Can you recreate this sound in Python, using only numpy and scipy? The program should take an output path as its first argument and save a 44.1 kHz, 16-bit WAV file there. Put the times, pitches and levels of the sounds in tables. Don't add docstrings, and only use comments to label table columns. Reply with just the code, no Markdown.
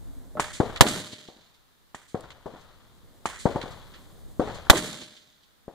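import sys
import numpy as np
from scipy import signal
from scipy.fft import rfft, irfft
from scipy.io import wavfile

SR = 44100
rng = np.random.default_rng(int(sys.argv[2]) if len(sys.argv) > 2 else 0)


def master_out(mix):
    frames = np.transpose(np.atleast_2d(mix))
    ceiling = np.clip(frames, -1, 1)
    pcm = np.round(ceiling * 32767).astype(np.int16)
    wavfile.write(sys.argv[1], SR, pcm)


N = 253266

# time of the peak in seconds, rise in dB, half length in seconds.
GUSTS = [(0, 12.4, 0.47), (1.749, 6.5, 0.38), (4.281, 12, 0.092)]
# pitch in Hz, level in dB.
BUFFET_TONE = [(15, -12.5), (30, 1.5), (55, -6), (100, -11.5), (250, -24.5), (600, -41), (2000, -72.5)]
RUSTLE_TONE = [(120, -32), (250, -36), (500, -39), (1100, -48.5), (2000, -54.5), (2600, -67.5), (3600, -55),
               (5400, -62), (7000, -56), (15000, -61.5)]
HISS_TONE = [(30, -59.5), (200, -53), (600, -59.5), (1200, -57.5), (1800, -59), (2600, -66), (3600, -59),
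             (5500, -67), (10000, -69), (15000, -68)]
# pitch in Hz, boost in dB.
CASE_TONE = [(1400, 0.5), (1900, 0.5), (2600, -10.5), (3300, 1.5), (4300, 1), (5400, -5.5), (7000, 1.5),
             (9500, -0.5), (11000, -4), (15000, -10)]
# pitch in Hz, side level minus middle level in dB.
STEREO_WIDTH = [(60, 0), (110, -5.5), (200, -13.5), (380, -5.5), (700, -8), (1290, -33.5), (2380, 8),
                (4400, -8.5), (8120, 1), (15000, -1)]
# pitch in Hz, left level minus right level in dB.
STEREO_LEAN = [(60, -5), (110, 8), (200, 2), (380, 0), (700, -2.5), (1290, -1), (2380, -2.5), (4400, -1.5),
               (8120, -4.5), (15000, -10.5)]
# start in seconds, pitch in Hz, level in dB, fade in seconds.
CLANG_NOTES = [(0.3532, 608, -34.5, 0.45), (0.3711, 1316, -31, 0.065)]
# crack time in seconds, crack level in dB, boom time in seconds,
# boom level in dB, hit level in dB.
RIFLE_ROUNDS = [(0.397, -6.5, 0.6011, -6, -19), (1.946, -6, 2.1451, 0, -16), (3.2562, -8, 3.4551, -6, -22)]
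# pitch in Hz,
# near level in dB, near fade in seconds, far level in dB, far fade in seconds.
CRACK_SCATTER = [(60, -0.5, 0.036, -22.5, 1), (223, -5, 0.068, -22, 0.23), (550, -15, 0.11, -14.5, 0.27),
                 (1000, 0.5, 0.056, -12.5, 0.36), (1960, -6.5, 0.086, -20.5, 0.93),
                 (3750, -19.5, 0.12, -25.5, 0.46), (6340, -14, 0.085, -28, 0.71),
                 (12000, -36, 0.16, -34.5, 0.24)]
BOOM_SCATTER = [(61.3, 9, 0.05, -6.5, 1.2), (255, 0, 0.24, -8.5, 0.45), (504, 11, 0.16, -7, 0.75),
                (1210, -11, 0.28, -16.5, 1.4), (1660, -24, 0.31, -20, 1.1), (4000, -25.5, 0.34, -31, 2.1),
                (7900, -33.5, 0.13, -36, 0.64), (12600, -40, 0.27, -59, 0.53)]
SHOT_SCATTER = [(61.4, 1.5, 0.027, -17, 0.59), (200, 16, 0.015, -5, 0.74), (560, 7.5, 0.095, -12.5, .66),
                (1040, 14.5, 0.045, -11, 0.6), (3940, 10, 0.043, -16.5, 0.93),
                (8100, -0.5, 0.044, -20, 0.66), (13300, -5.5, 0.063, -26, .6)]
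# delay in seconds, level in dB.
RIFLE_SLAPS = [(0.096, -21.5)]
FAR_GUN_SLAPS = [(0.079, -13), (0.1, -14.5)]
# start in seconds, blast level in dB, tail level in dB, overload swing in Hz.
CLOSE_SHOTS = [(0.8092, 28.5, 29, 116.8), (4.6992, 27, 26, 50.2)]
# delay in seconds, top pitch in Hz.
BOARD_ECHOES = [(0.032, 1240), (0.057, 3650), (0.0755, 7660)]
BANK_DELAYS = [0.313, 0.465, 0.73]
# start in seconds, level in dB.
FAR_GUN_SHOTS = [(1.286, -10), (2.4585, -13), (3.5588, -17), (4.3957, -11), (5.6797, -15)]
# start in seconds, level in dB, low and top pitch in Hz, fade in seconds.
GEAR_KNOCKS = [(2.2078, -21, 3000, 11300, 0.015), (3.938, -37, 1491, 3870, 0.25),
               (4.668, -17, 310, 1194, 0.031)]


def gain_of(db):
    return 10 ** (np.asarray(db) / 20)


def evened(x):
    return x / np.sqrt(np.mean(x ** 2) + 1e-20)


def look_up(points, hz):
    pitches, values = np.transpose(points)
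    return np.interp(np.log(hz + 1), np.log(pitches + 1), values)


def add(mix, start_s, sound):
    part = mix[:, max(round(start_s * SR), 0):][:, :sound.shape[-1]]
    part += sound[..., :part.shape[1]]


def colour(x, tone):
    hz = np.fft.rfftfreq(x.shape[-1], 1 / SR)
    return irfft(rfft(x) * gain_of(look_up(tone, hz)), x.shape[-1])


def lowpass(x, hz, order=2):
    return signal.lfilter(*signal.butter(order, hz, fs=SR), x)


def highpass(x, hz):
    return signal.lfilter(*signal.butter(2, hz, "high", fs=SR), x)


def panned(x, left_db):
    return x * gain_of([[left_db / 2], [-left_db / 2]])


def wander(count, hz):
    return evened(lowpass(rng.standard_normal(2 * count), hz)[count:])


def fade(t, t60):
    return np.exp(-np.log(1000) * t / t60)


def wind(breeze_db=-49.5):
    t = np.arange(N) / SR
    wind_db = breeze_db + sum(db * np.exp(-((t - peak_s) / half_s) ** 2) for peak_s, db, half_s in GUSTS)
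    shared, opposed = evened(colour(rng.standard_normal((2, N)), BUFFET_TONE))
    buffet = gain_of(-18) * shared + np.array([opposed, -opposed])
    buffet *= gain_of(wind_db + 1.1 * wander(N, 16) - 3)
    rustle = colour(0.39 * rng.standard_normal((2, N)) + 0.49 * rng.standard_normal(N), RUSTLE_TONE)
    return buffet + rustle * gain_of(0.8 * wander(N, 9.2))


def falling_howl(start_hz, end_hz, fall_s, width_hz, t60):
    t = np.arange(2 ** 15) / SR
    hz = end_hz + (start_hz - end_hz) / (1 + (t / fall_s) ** 2)
    phase = 2 * np.pi * np.cumsum(hz) / SR
    wave = wander(len(t), width_hz) * np.cos(phase) + wander(len(t), width_hz) * np.sin(phase)
    return wave * fade(t, t60) * (1 - np.exp(-t / 0.024))


def hum():
    out = np.zeros((2, N))
    add(out, 0, gain_of(-54) * falling_howl(start_hz=285, end_hz=240, fall_s=0.22, width_hz=14, t60=1.8))
    return out


def surrounding_noise(count):
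    middle, side = colour(rng.standard_normal((2, count)), CASE_TONE)
    side = colour(side, STEREO_WIDTH)
    left = colour(middle + side, np.array(STEREO_LEAN) * [1, 0.5])
    right = colour(middle - side, np.array(STEREO_LEAN) * [1, -0.5])
    return np.array([left, right]) / np.sqrt(2)


def burst(db, low_hz, top_hz, t60, rise_s=0.00034):
    t = np.arange(2 ** 14) / SR
    noise = highpass(lowpass(surrounding_noise(len(t)), top_hz, order=3), low_hz)
    return gain_of(db) * noise * (1 - np.exp(-t / rise_s)) * fade(t, t60)


def clang():
    out, t = np.zeros((2, N)), np.arange(2 ** 14) / SR
    for start_s, hz, db, t60 in CLANG_NOTES:
        add(out, start_s, gain_of(db) * np.sin(2 * np.pi * hz * t) * fade(t, t60))
        add(out, start_s, burst(db + 14, low_hz=130, top_hz=0.77 * hz, t60=0.2))
    return out


def shock(length_s, top_hz, order=2):
    t = np.arange(1024) / SR
    sharp = (1 - 2 * t / length_s) * np.clip((length_s - t) * SR, 0, 1)
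    wave = lowpass(sharp, top_hz, order)
    return wave / abs(wave).max()


def scatter(bands, near_db, far_db, near_rise_s, far_rise_s):
    t, hz = np.arange(2 ** 16) / SR, np.fft.rfftfreq(2 ** 16, 1 / SR)
    noise = surrounding_noise(len(t))
    lumps_db = 2 * wander(len(t), 200)
    roll_db = 0.96 * wander(len(t), 22)
    spectrum = rfft(noise * gain_of(lumps_db + roll_db))
    near_rise, far_rise = 1 - np.exp(-(t / near_rise_s) ** 2), 1 - np.exp(-(t / far_rise_s) ** 2)
    centres, out = np.transpose(bands)[0], 0
    for share, (_, grass_db, grass_t60, bank_db, bank_t60) in zip(np.eye(len(bands)), bands):
        band = irfft(spectrum * look_up(np.c_[centres, share], hz))
        grass = near_rise * gain_of(near_db + grass_db) * fade(t, grass_t60)
        banks = far_rise * gain_of(far_db + bank_db) * fade(t, bank_t60)
        out = out + band * (grass + banks)
    return out


def crack():
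    wave = shock(length_s=0.00076, top_hz=1870)
    direct = panned(np.array([wave, np.roll(wave, 4)]), left_db=1)
    out = scatter(CRACK_SCATTER, near_db=3, far_db=2.5, near_rise_s=0.0016, far_rise_s=0.034)
    add(out, 0, direct)
    add(out, 0.000983, gain_of(-7.5) * direct)
    add(out, 0.13, burst(-21.5, low_hz=2600, top_hz=7560, t60=0.31, rise_s=0.0094))
    return out


def muzzle_wave(push_s, low_hz, top_hz):
    progress = np.arange(1024) / SR / push_s
    sharp = (1 - progress) * np.exp(-progress)
    wave = highpass(lowpass(sharp, top_hz, order=4), low_hz)
    return wave / abs(wave).max()


def boom(wave, near_db, far_db, ground_db, slaps):
    wash = scatter(BOOM_SCATTER, near_db, far_db, near_rise_s=0.00067, far_rise_s=0.076)
    out = panned(wash, left_db=5.9)
    add(out, 0, panned(wave, left_db=7.5))
    add(out, 0.002, panned(burst(ground_db, low_hz=276, top_hz=950, t60=0.082), left_db=2))
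    for delay_s, db in slaps:
        add(out, delay_s, gain_of(db) * panned(wave, left_db=1.4))
        add(out, delay_s, burst(db + 10, low_hz=112.4, top_hz=1199, t60=0.06))
    return out


def rifle(hit_delay_s=0.159, hit_gap_s=0.013):
    out, wave = np.zeros((2, N)), muzzle_wave(push_s=0.0024, low_hz=124, top_hz=838)
    for crack_s, crack_db, boom_s, boom_db, hit_db in RIFLE_ROUNDS:
        add(out, crack_s, gain_of(crack_db) * crack())
        muzzle_boom = boom(wave, near_db=-5.5, far_db=-4, ground_db=3.5, slaps=RIFLE_SLAPS)
        add(out, boom_s, gain_of(boom_db) * muzzle_boom)
        for delay_s, db in ((hit_delay_s, hit_db), (hit_delay_s + hit_gap_s, hit_db - 3.5)):
            add(out, boom_s + delay_s, burst(db, low_hz=1000, top_hz=4130, t60=0.051))
    return out


def close_shots():
    out, t = np.zeros((2, N)), np.arange(2 ** 16) / SR
    for start_s, blast_db, tail_db, swing_hz in CLOSE_SHOTS:
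        add(out, start_s, gain_of(blast_db - 2) * shock(length_s=0.00075, top_hz=5400))
        swing = gain_of(blast_db + 8.5) * np.sin(2 * np.pi * swing_hz * t) * fade(t, 0.035)
        add(out, start_s + 0.00044, np.array([-swing, swing]))
        wash = scatter(SHOT_SCATTER, blast_db, tail_db, near_rise_s=0.0027, far_rise_s=0.053)
        add(out, start_s - 0.0006, wash)
        thud = -shock(length_s=0.0026, top_hz=600)
        add(out, start_s + 0.0128, gain_of(tail_db - 9) * thud)
        howl = falling_howl(start_hz=1231, end_hz=220, fall_s=0.021, width_hz=120, t60=0.36)
        add(out, start_s, gain_of(tail_db - 15) * howl)
        ring = np.sin(2 * np.pi * 608 * t) * fade(t, 0.74)
        add(out, start_s, gain_of(tail_db - 30.5) * ring)
        add(out, start_s, gain_of(tail_db) * shot_echoes())
    return out


def shot_echoes():
    out = np.zeros((2, 2 ** 16))
    for delay_s, top_hz in BOARD_ECHOES:
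        db = -1.5 - 9.5 * np.log2(delay_s / BOARD_ECHOES[0][0])
        add(out, delay_s, burst(db, low_hz=220, top_hz=top_hz, t60=0.062))
    for delay_s in BANK_DELAYS:
        db = -22 - 20.5 * np.log2(delay_s / BANK_DELAYS[0])
        add(out, delay_s, burst(db, low_hz=3000, top_hz=4280, t60=0.11, rise_s=0.0037))
    add(out, BANK_DELAYS[0] + 0.007, burst(-16, low_hz=100, top_hz=450, t60=0.045))
    return out


def far_gun():
    out, wave = np.zeros((2, N)), shock(length_s=0.0024, top_hz=950, order=4)
    for start_s, db in FAR_GUN_SHOTS:
        thud = boom(wave, near_db=-0.5, far_db=3.5, ground_db=4.5, slaps=FAR_GUN_SLAPS)
        add(out, start_s, gain_of(db) * thud)
        sizzle = burst(db - 22, low_hz=2974, top_hz=6000, t60=0.15, rise_s=0.0033)
        add(out, start_s + 0.148, sizzle)
    return out


def gear_knocks():
    out = np.zeros((2, N))
    for start_s, db, low_hz, top_hz, t60 in GEAR_KNOCKS:
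        add(out, start_s, burst(db, low_hz, top_hz, t60))
    return out


def gain_control(x, threshold_db, attack_s, recovery_db_per_s):
    power = lowpass((x ** 2).mean(0), 150, order=1)
    power_db = 10 * np.log10(abs(power) + 1e-12)
    recovery_db = np.arange(N) / SR * recovery_db_per_s
    held_db = np.maximum.accumulate(power_db + recovery_db) - recovery_db
    over_db = np.maximum(held_db - threshold_db, 0)
    return x / gain_of(lowpass(over_db, 1 / (2 * np.pi * attack_s), order=1))


def scene():
    return close_shots() + rifle() + far_gun() + gear_knocks() + hum() + clang() + wind()


def record(dry, top_hz=15600):
    turned_down = gain_control(dry, threshold_db=0.5, attack_s=0.00022, recovery_db_per_s=12.5)
    hiss = colour(rng.standard_normal((2, N)), HISS_TONE)
    clipped = np.clip(turned_down + hiss, -1, 1)
    treble_cut = signal.firwin(255, top_hz, window=("kaiser", 8), fs=SR)
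    return signal.oaconvolve(clipped, treble_cut[None], "same")


dry = scene()
out = record(dry)
master_out(out)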